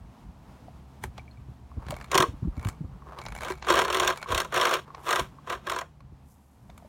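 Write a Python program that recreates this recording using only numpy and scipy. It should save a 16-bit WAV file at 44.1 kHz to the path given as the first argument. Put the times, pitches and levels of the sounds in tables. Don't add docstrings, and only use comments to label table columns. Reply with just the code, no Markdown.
import sys
import numpy as np
from scipy import signal
from scipy.fft import rfft, irfft
from scipy.io import wavfile
from scipy.ndimage import uniform_filter1d

SR = 44100
rng = np.random.default_rng(int(sys.argv[2]) if len(sys.argv) > 2 else 0)


def put_to_file(sound):
    columns = np.atleast_2d(sound).T
    safe = np.clip(columns, -1, 1)
    whole_steps = np.round(safe * 32767)
    wavfile.write(sys.argv[1], SR, whole_steps.astype(np.int16))


N = 303488
TIME = np.arange(N) / SR
LEAD_S = 1 / 40

# (frequency [Hz], relative level [dB])
BODY_COLOUR = [(120, -20.5), (270, -21), (345, -8), (680, -7.5), (840, -16), (1050, -3), (1550, -11),
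               (1850, -14), (3700, -14), (4900, -28.5), (5700, -21), (8500, -23), (10500, -31),
               (16000, -33)]
# (frequency [Hz], width [Hz], lift [dB])
BODY_RESONANCES = [(369.2, 37, 9), (494.5, 12, 7), (672, 47, 2.5), (788, 10, -1.5), (996, 110, 3.5),
                   (1154, 22, 2.5), (1593, 76, 6), (1950, 40, 1), (2470, 250, 0.5), (3250, 140, 4),
                   (3730, 88, 1.5), (4330, 99, 9), (5440, 260, 7.5), (6780, 320, 3), (7930, 360, -8.5)]


def amp(db):
    return 10 ** (np.asarray(db) / 20)


def unit(x):
    return x / np.sqrt(np.mean(x ** 2) + 1e-20)


def peaked(x, size=256):
    return x / np.sqrt(uniform_filter1d(x ** 2, size).max() + 1e-20)


def over_time(rows):
    return amp(np.interp(TIME, *np.transpose(rows)))


def spells(rows, rise_db_per_s, fall_db_per_s, sag_db_per_s=0):
    total = 0
    for start, end, db in rows:
        rise = rise_db_per_s * np.maximum(start - TIME, 0)
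        fall = fall_db_per_s * np.maximum(TIME - end, 0)
        sag = sag_db_per_s * (np.clip(TIME, start, end) - (start + end) / 2)
        total = total + amp(db - rise - fall - sag)
    return total


def add(mix, s, sound):
    part = mix[max(round(s * SR), 0):][:len(sound)]
    part += sound[:len(part)]


def band(x, lo_hz, hi_hz, order=3):
    edges_hz = [lo_hz, min(hi_hz, SR / 2 - 100)]
    return signal.sosfilt(signal.butter(order, edges_hz, "band", fs=SR, output="sos"), x)


def drift(per_s):
    hz = np.fft.rfftfreq(N, 1 / SR)
    return unit(irfft(rfft(rng.standard_normal(N)) * np.exp(-(hz / per_s) ** 2), N))


def ring(colour, modes=(), size=4096):
    hz = np.fft.rfftfreq(size, 1 / SR)
    colour_hz, colour_db = np.transpose(colour)
    db = np.interp(np.log(hz + 1), np.log(colour_hz), colour_db)
    for centre, width, lift in modes:
        db = db + lift / (1 + (2 * (hz - centre) / width) ** 2)
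    log_gain = np.log(amp(np.r_[db, db[-2:0:-1]]))
    response = np.fft.ifft(np.exp(np.conj(signal.hilbert(log_gain)))).real
    return response / np.linalg.norm(response)


def grit(per_s, spread_db):
    sizes = amp(spread_db * np.minimum(rng.exponential(1, N), 4)) * rng.choice([-1, 1], N)
    return sizes * (rng.random(N) < per_s / SR)


def rolling(pushing, soft_hz=2500, crisp_db=-9, bumpy_db=2.5):
    grains = grit(per_s=1300, spread_db=1.5) * amp(bumpy_db * drift(71))
    cushioned = band(grains, 100, soft_hz, order=1) + amp(crisp_db) * grains
    crunch = signal.fftconvolve(cushioned, ring(BODY_COLOUR, BODY_RESONANCES))[:N]
    return pushing * unit(crunch)


def jolts(bumping, count=24):
    # (time [s], peak level at 700-2000 Hz [dB], treble relative to that [dB])
    hard_jolts = [(2.115, -31, 0.5), (2.129, -24.5, -20.5), (2.144, -21, -5.5), (2.152, -19, -5),
                  (2.177, -17.5, 0), (2.202, -17.5, -6.5), (2.223, -20, -6), (3.447, -34.5, -5),
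                  (3.466, -36, -20), (3.5, -33.5, -7.5), (3.668, -29.5, -13), (3.684, -30, -7),
                  (3.701, -24, -2.5), (3.754, -29, 0), (3.789, -19.5, -6.5), (3.848, -25.5, -7),
                  (3.88, -28, -10.5), (3.901, -25.5, -6), (3.926, -31, 1), (3.945, -26, -1.5),
                  (3.969, -27.5, -4), (3.998, -21, -2), (4.075, -24, 2), (4.32, -24, -8), (4.347, -30.5, 3),
                  (4.377, -25.5, 0.5), (4.401, -26.5, -1.5), (4.416, -32.5, -5.5), (4.446, -34.5, -8.5),
                  (4.523, -30.5, -13.5), (4.542, -25, -8.5), (4.576, -22.5, -7), (4.612, -21, -3.5),
                  (4.652, -20, -6.5), (4.738, -27.5, 0.5), (5.065, -31.5, -10.5), (5.107, -24.5, -4.5),
                  (5.127, -22, -6), (5.158, -24.5, -5), (5.195, -28.5, -2.5), (5.472, -35, -17),
                  (5.498, -27.5, -10), (5.523, -28, -12), (5.669, -29.5, -10.5), (5.697, -28, -4),
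                  (5.718, -27, -7.5), (5.761, -27.5, -12.5), (5.787, -30, -4), (5.811, -32.5, -10)]
    bump_treble_db, bump_db = -7.5, 1.5
    bumps = [jolt(bump_treble_db) for _ in range(count)]
    out = rattle(bumps, bumping * amp(bump_db), gap_s=.019, jitter=.25, spread_db=1, listed_hits=hard_jolts)
    for s, db, treble_db in hard_jolts:
        add(out, s - LEAD_S, amp(db) * jolt(treble_db))
    return out


def jolt(treble_db, bass_db=-6, decay_ms=5.04):
    body = ring(BODY_COLOUR, struck(BODY_RESONANCES, spread_db=1.0, stray_db=2.5))
    bass_force = chatter(rise_ms=0.67, decay_ms=decay_ms * 2.4, tail_db=-10, tail_ms=28)
    middle_force = chatter(rise_ms=2.0, decay_ms=decay_ms, tail_db=-17.5, tail_ms=22)
    treble_force = chatter(rise_ms=0.44, decay_ms=decay_ms * 0.88, tail_db=-32.5, tail_ms=69)
    bass = band(signal.fftconvolve(bass_force, body), 150, 670)
    middle = peaked(band(signal.fftconvolve(middle_force, body), 695, 2000))
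    treble = band(signal.fftconvolve(treble_force, body), 2000, 17000)
    sides = amp(bass_db) * unit(bass) + amp(treble_db) * unit(treble)
    return middle + middle.std() * sides


def receding(x, boom_hz=450):
    # (time [s], level [dB])
    nearness = [(2.2, 2.5), (3.5, 0.5), (3.9, 0.5), (4.5, -4.5), (5.1, -5.5), (5.8, -3.5)]
    boom = signal.sosfiltfilt(signal.butter(4, boom_hz, fs=SR, output="sos"), x)
    return x + boom * (over_time(nearness) - 1)


def ticks(turning, count=16):
    # (time [s], peak level at about 1300-5000 Hz [dB], treble relative to that [dB])
    separate_ticks = [(1.0373, -32.5, -7), (1.179, -44, -15), (1.8653, -49, -15), (1.8842, -42, -14),
                      (1.9401, -44.5, -16), (1.906, -35.5, -3), (2.0114, -42, -14.5), (2.5945, -48.5, -10),
                      (2.648, -38, -8), (2.6697, -40, -7), (2.6862, -38, -0.5), (3.1868, -41.5, -11),
                      (3.2625, -38, -16), (3.321, -41.5, -12), (3.3497, -41.5, -6), (3.624, -38.5, -37),
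                      (3.6465, -40.5, -26.5), (4.173, -39.5, -4.5), (4.227, -34.5, -12.5),
                      (4.903, -66, -28), (4.9475, -45.5, -27), (6.005, -60, -12), (6.6988, -53.5, -20),
                      (6.7773, -51.5, -3.5)]
    faint = [tick(treble_db=-8.5, ringing=2.4) for _ in range(count)]
    out = rattle(faint, turning, gap_s=.015, jitter=0.36, spread_db=9, listed_hits=separate_ticks)
    for s, db, treble_db in separate_ticks:
        add(out, s - LEAD_S, amp(db) * tick(treble_db))
    return out


def tick(treble_db, ringing=1, bass_db=1.5):
    # (frequency [Hz], relative level [dB])
    fitting_colour = [(200, -15), (380, -10.5), (600, -4.5), (1050, -2), (1800, -1), (3200, -7),
                      (5200, -10.5), (7500, -11.5), (10000, -13.5), (16000, -24.5)]
    # (frequency [Hz], width [Hz], lift [dB])
    fitting_resonances = [(2254, 220, 6.5), (4130, 570, 3.5), (6200, 220, 2.5), (7070, 250, 3.5)]
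    modes = [(hz, width, lift * ringing) for hz, width, lift in fitting_resonances]
    fittings = ring(fitting_colour, struck(modes, spread_db=0.9, stray_db=3.0))
    force = chatter(rise_ms=0.66, decay_ms=2.0, tail_db=-25.5, tail_ms=21, swell_db=-25.0, swell_ms=8.8)
    contact = signal.fftconvolve(force, fittings)
    middle = peaked(band(contact, 1200, 6200))
    bass, treble = band(contact, 340, 1400), band(contact, 5000, 18000)
    sides = amp(bass_db) * unit(bass) + amp(treble_db) * unit(treble)
    return middle + middle.std() * sides


def chatter(rise_ms, decay_ms, tail_db, tail_ms, swell_db=-15, swell_ms=1.2, grainy_db=3, size=6000):
    ms = (np.arange(size) / SR - LEAD_S) * 1000
    after = np.maximum(ms, 0)
    fall = np.exp(-after / max(decay_ms, .5)) + amp(tail_db) * np.exp(-after / tail_ms)
    flurry = (1 - np.exp(-after / rise_ms)) ** 2 * fall
    swell = amp(swell_db) * np.exp(-abs(ms) / swell_ms)
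    grains = rng.standard_normal(size) * amp(grainy_db * rng.standard_normal(size))
    return grains * (flurry + swell)


def struck(modes, spread_db=3.0, stray_db=5, stray_width=0.071, count=22):
    own = [(hz, width, lift + spread_db * rng.standard_normal()) for hz, width, lift in modes]
    others = np.geomspace(450, 14000, count) * np.exp(rng.uniform(-.1, .1, count))
    return own + [(hz, stray_width * hz, stray_db * rng.standard_normal()) for hz in others]


def rattle(contacts, gain, gap_s, jitter, spread_db, listed_hits, count=400):
    clear_gaps = .68
    late, size, which = np.transpose(rng.uniform(-1, 1, (count, 3)))
    times = gap_s * (np.arange(count) + jitter * late)
    listed_s = np.array([row[0] for row in listed_hits])
    out = np.zeros(N)
    for s, db, k in zip(times, spread_db * size, np.argsort(which) % len(contacts)):
        if LEAD_S < s < TIME[-1] and abs(listed_s - s).min() > clear_gaps * gap_s:
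            add(out, s - LEAD_S, gain[int(s * SR)] * amp(db) * contacts[k])
    return out


def pings(rise_s=0.00037, size=4000):
    part_modes = {"hollow": (373, 16), "low panel": (603, 7), "mid panel": (720, 4),
                  "high panel": (1090, 4.6), "fitting": (2310, 5), "small fitting": (4240, 5.5)}
    # (time [s], peak level [dB], part)
    knocks = [(.683, -42, "mid panel"), (1.038, -42, "hollow"), (1.185, -41.5, "mid panel"),
              (1.195, -47, "fitting"), (1.279, -51.5, "fitting"), (1.312, -57, "small fitting"),
              (1.373, -59.5, "fitting"), (1.716, -49, "high panel"), (1.925, -30, "low panel"),
              (2.239, -19.5, "high panel"), (2.245, -32, "hollow"), (3.022, -44.5, "high panel"),
              (3.504, -31.5, "hollow"), (4.207, -49, "fitting"), (4.26, -34, "high panel"),
              (4.904, -41, "high panel"), (4.946, -38, "high panel"), (5.386, -44.5, "high panel"),
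              (6.005, -51, "high panel"), (6.696, -47.5, "mid panel"), (6.824, -47.5, "mid panel"),
              (6.848, -48.5, "low panel")]
    out, t = np.zeros(N), np.arange(size) / SR
    for s, db, part in knocks:
        hz, decay_ms = part_modes[part]
        envelope = np.exp(-t * 1000 / decay_ms) * (1 - np.exp(-t / rise_s))
        add(out, s, amp(db) * peaked(np.sin(2 * np.pi * hz * t) * envelope))
    return out


def thumps(swell_ms=4.83, rub_db=-10, size=5000):
    # (time [s], peak level [dB], pitch [Hz])
    pushes = [(1.484, -40, 135), (1.768, -27, 74), (1.864, -36, 80), (1.895, -32.5, 138), (1.93, -34, 70),
              (2.146, -29.5, 143), (2.195, -25.5, 141), (2.282, -30, 91), (2.333, -31.5, 62),
              (2.422, -24, 115.4), (2.448, -25.5, 173), (2.47, -20, 54), (2.573, -26, 73),
              (2.654, -21.5, 103), (2.672, -27.5, 81), (2.806, -28.5, 153), (2.839, -31.5, 89),
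              (4.299, -32, 93), (4.327, -25.5, 57.7), (4.357, -32, 82), (5.206, -32.5, 55.4),
              (6.12, -39.5, 65.2)]
    out, t = np.zeros(N), np.arange(size) / SR
    swells = t * 1000 / swell_ms
    for s, db, hz in pushes:
        rub = unit(band(rng.standard_normal(size), 120, 290))
        push = (np.sin(2 * np.pi * hz * t) + amp(rub_db) * rub) * swells * np.exp(-swells)
        add(out, s, amp(db) * peaked(push))
    return out


def rubbing(pushing, uneven_db=5.0):
    # (frequency [Hz], relative level [dB])
    rub_colour = [(150, -33), (400, 2.5), (650, -3.5), (1100, 4), (1600, -10), (3000, -23), (8000, -34),
                  (16000, -40.5)]
    # (start [s], end [s], level [dB])
    rubs = [(1.77, 1.85, -60.5), (1.88, 1.94, -49.5), (2.0, 2.04, -57), (2.4, 2.44, -54),
            (2.56, 2.75, -56.5), (2.93, 2.96, -55), (3.01, 3.12, -58.5), (3.15, 3.2, -46.5),
            (3.26, 3.5, -64.5), (4.9, 5.05, -50.5), (5.3, 5.88, -67), (6.7, 6.79, -64)]
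    # (start [s], end [s], level [dB])
    rustles = [(5.055, 5.2, -58.5), (6.3, 6.32, -66.5), (6.4, 6.88, -77)]
    rub_edge_db_per_s, rustle_edge_db_per_s = 209.5, 249
    wheel_rustle_db = -25.5
    rub = signal.fftconvolve(grit(per_s=1400, spread_db=4.0), ring(rub_colour))[:N]
    rub = rub * amp(uneven_db * drift(18))
    rustle = band(grit(per_s=2200, spread_db=2.5), 5500, 14000)
    rubbed = spells(rubs, rub_edge_db_per_s, rub_edge_db_per_s)
    stirred = spells(rustles, rustle_edge_db_per_s, rustle_edge_db_per_s) + amp(wheel_rustle_db) * pushing
    return unit(rub) * rubbed + unit(rustle) * stirred


def outdoors(split_hz=300, lumps_db=4.0, waver=0.049, fade_s=0.31):
    # (frequency [Hz], relative level per Hz [dB])
    air_colour = [(12, -49.5), (20, -24.5), (50, 1.5), (70, -1.5), (91, -6), (127, -0.5), (158, -7.5),
                  (193, -5.5), (377, -30), (590, -31.5), (698, -28.5), (923, -29), (1610, -40.5),
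                  (9140, -55.5), (16000, -61)]
    # (time [s], level [dB])
    rumble_level = [(0, -47.5), (1.5, -50.5), (2.5, -50.5), (3.4, -50), (3.75, -51), (5.0, -53),
                    (5.9, -53.5), (6.35, -57), (6.88, -56)]
    # (time [s], level [dB])
    wash_level = [(0, -56), (.6, -54.5), (1.5, -56), (3.0, -57), (5.4, -56.5), (6.0, -60.5), (6.5, -62.5),
                  (6.88, -56.5)]
    # (mean pitch [Hz], level [dB], start [s], end [s])
    machines = [(65.8, -50.5, 1, 3.94), (127, -53.5, 1, 2.3), (185, -64, 2, 2.0), (146.1, -56, 2.5, 6.1),
                (72, -59.5, 0.5, 7)]
    air = signal.fftconvolve(rng.standard_normal(N + 4096), ring(air_colour))[4096:][:N]
    rumble = unit(band(air, 26, split_hz)) * over_time(rumble_level) * amp(lumps_db * drift(6.3))
    wash = unit(band(air, split_hz, 19000)) * over_time(wash_level) * amp(1.2 * drift(6))
    out = rumble + wash
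    for hz, db, start, end in machines:
        running = np.interp(TIME, [start - fade_s, start, end, end + fade_s], [0, 1, 1, 0])
        phase = 2 * np.pi * np.cumsum(hz * (1 + waver * drift(12))) / SR
        out += amp(db + 1.4 * drift(0.91)) * running * unit(np.sin(phase))
    return out


def scene():
    # (full speed from [s], until [s], crunch level midway [dB])
    strokes = [(2.135, 2.23, -34.5), (3.425, 3.505, -41.5), (3.695, 3.83, -25.5), (3.93, 4.11, -28),
               (4.31, 4.405, -29), (4.56, 4.755, -27), (5.085, 5.205, -29), (5.5, 5.54, -36),
               (5.68, 5.795, -38.5)]
    # (start [s], end [s], level of the rattling fittings [dB])
    turns = [(1.89, 2.04, -51), (2.58, 2.73, -53.5), (3.19, 3.29, -50.5), (3.325, 3.38, -47.5),
             (3.41, 3.51, -40), (3.57, 3.65, -53.5), (4.16, 4.225, -44.5)]
    sag_db_per_s = 13.5
    pushing = spells(strokes, rise_db_per_s=479.5, fall_db_per_s=372, sag_db_per_s=sag_db_per_s)
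    bumping = spells(strokes, rise_db_per_s=904.5, fall_db_per_s=904.5, sag_db_per_s=sag_db_per_s)
    turning = spells(turns, rise_db_per_s=598, fall_db_per_s=498.5)
    body = receding(rolling(pushing) + jolts(bumping))
    truck = body + ticks(turning) + pings()
    handling = thumps() + rubbing(pushing)
    return (truck + handling + outdoors())[None]


def record(dry, low_cut_hz=36, edge_hz=16300):
    low_cut = signal.butter(N=6, Wn=low_cut_hz, btype="high", fs=SR, output="sos")
    band_limit = signal.firwin(511, edge_hz, window=("kaiser", 9), fs=SR)
    return signal.oaconvolve(signal.sosfilt(low_cut, dry), band_limit[None], "same")


dry = scene()
out = record(dry)
put_to_file(out)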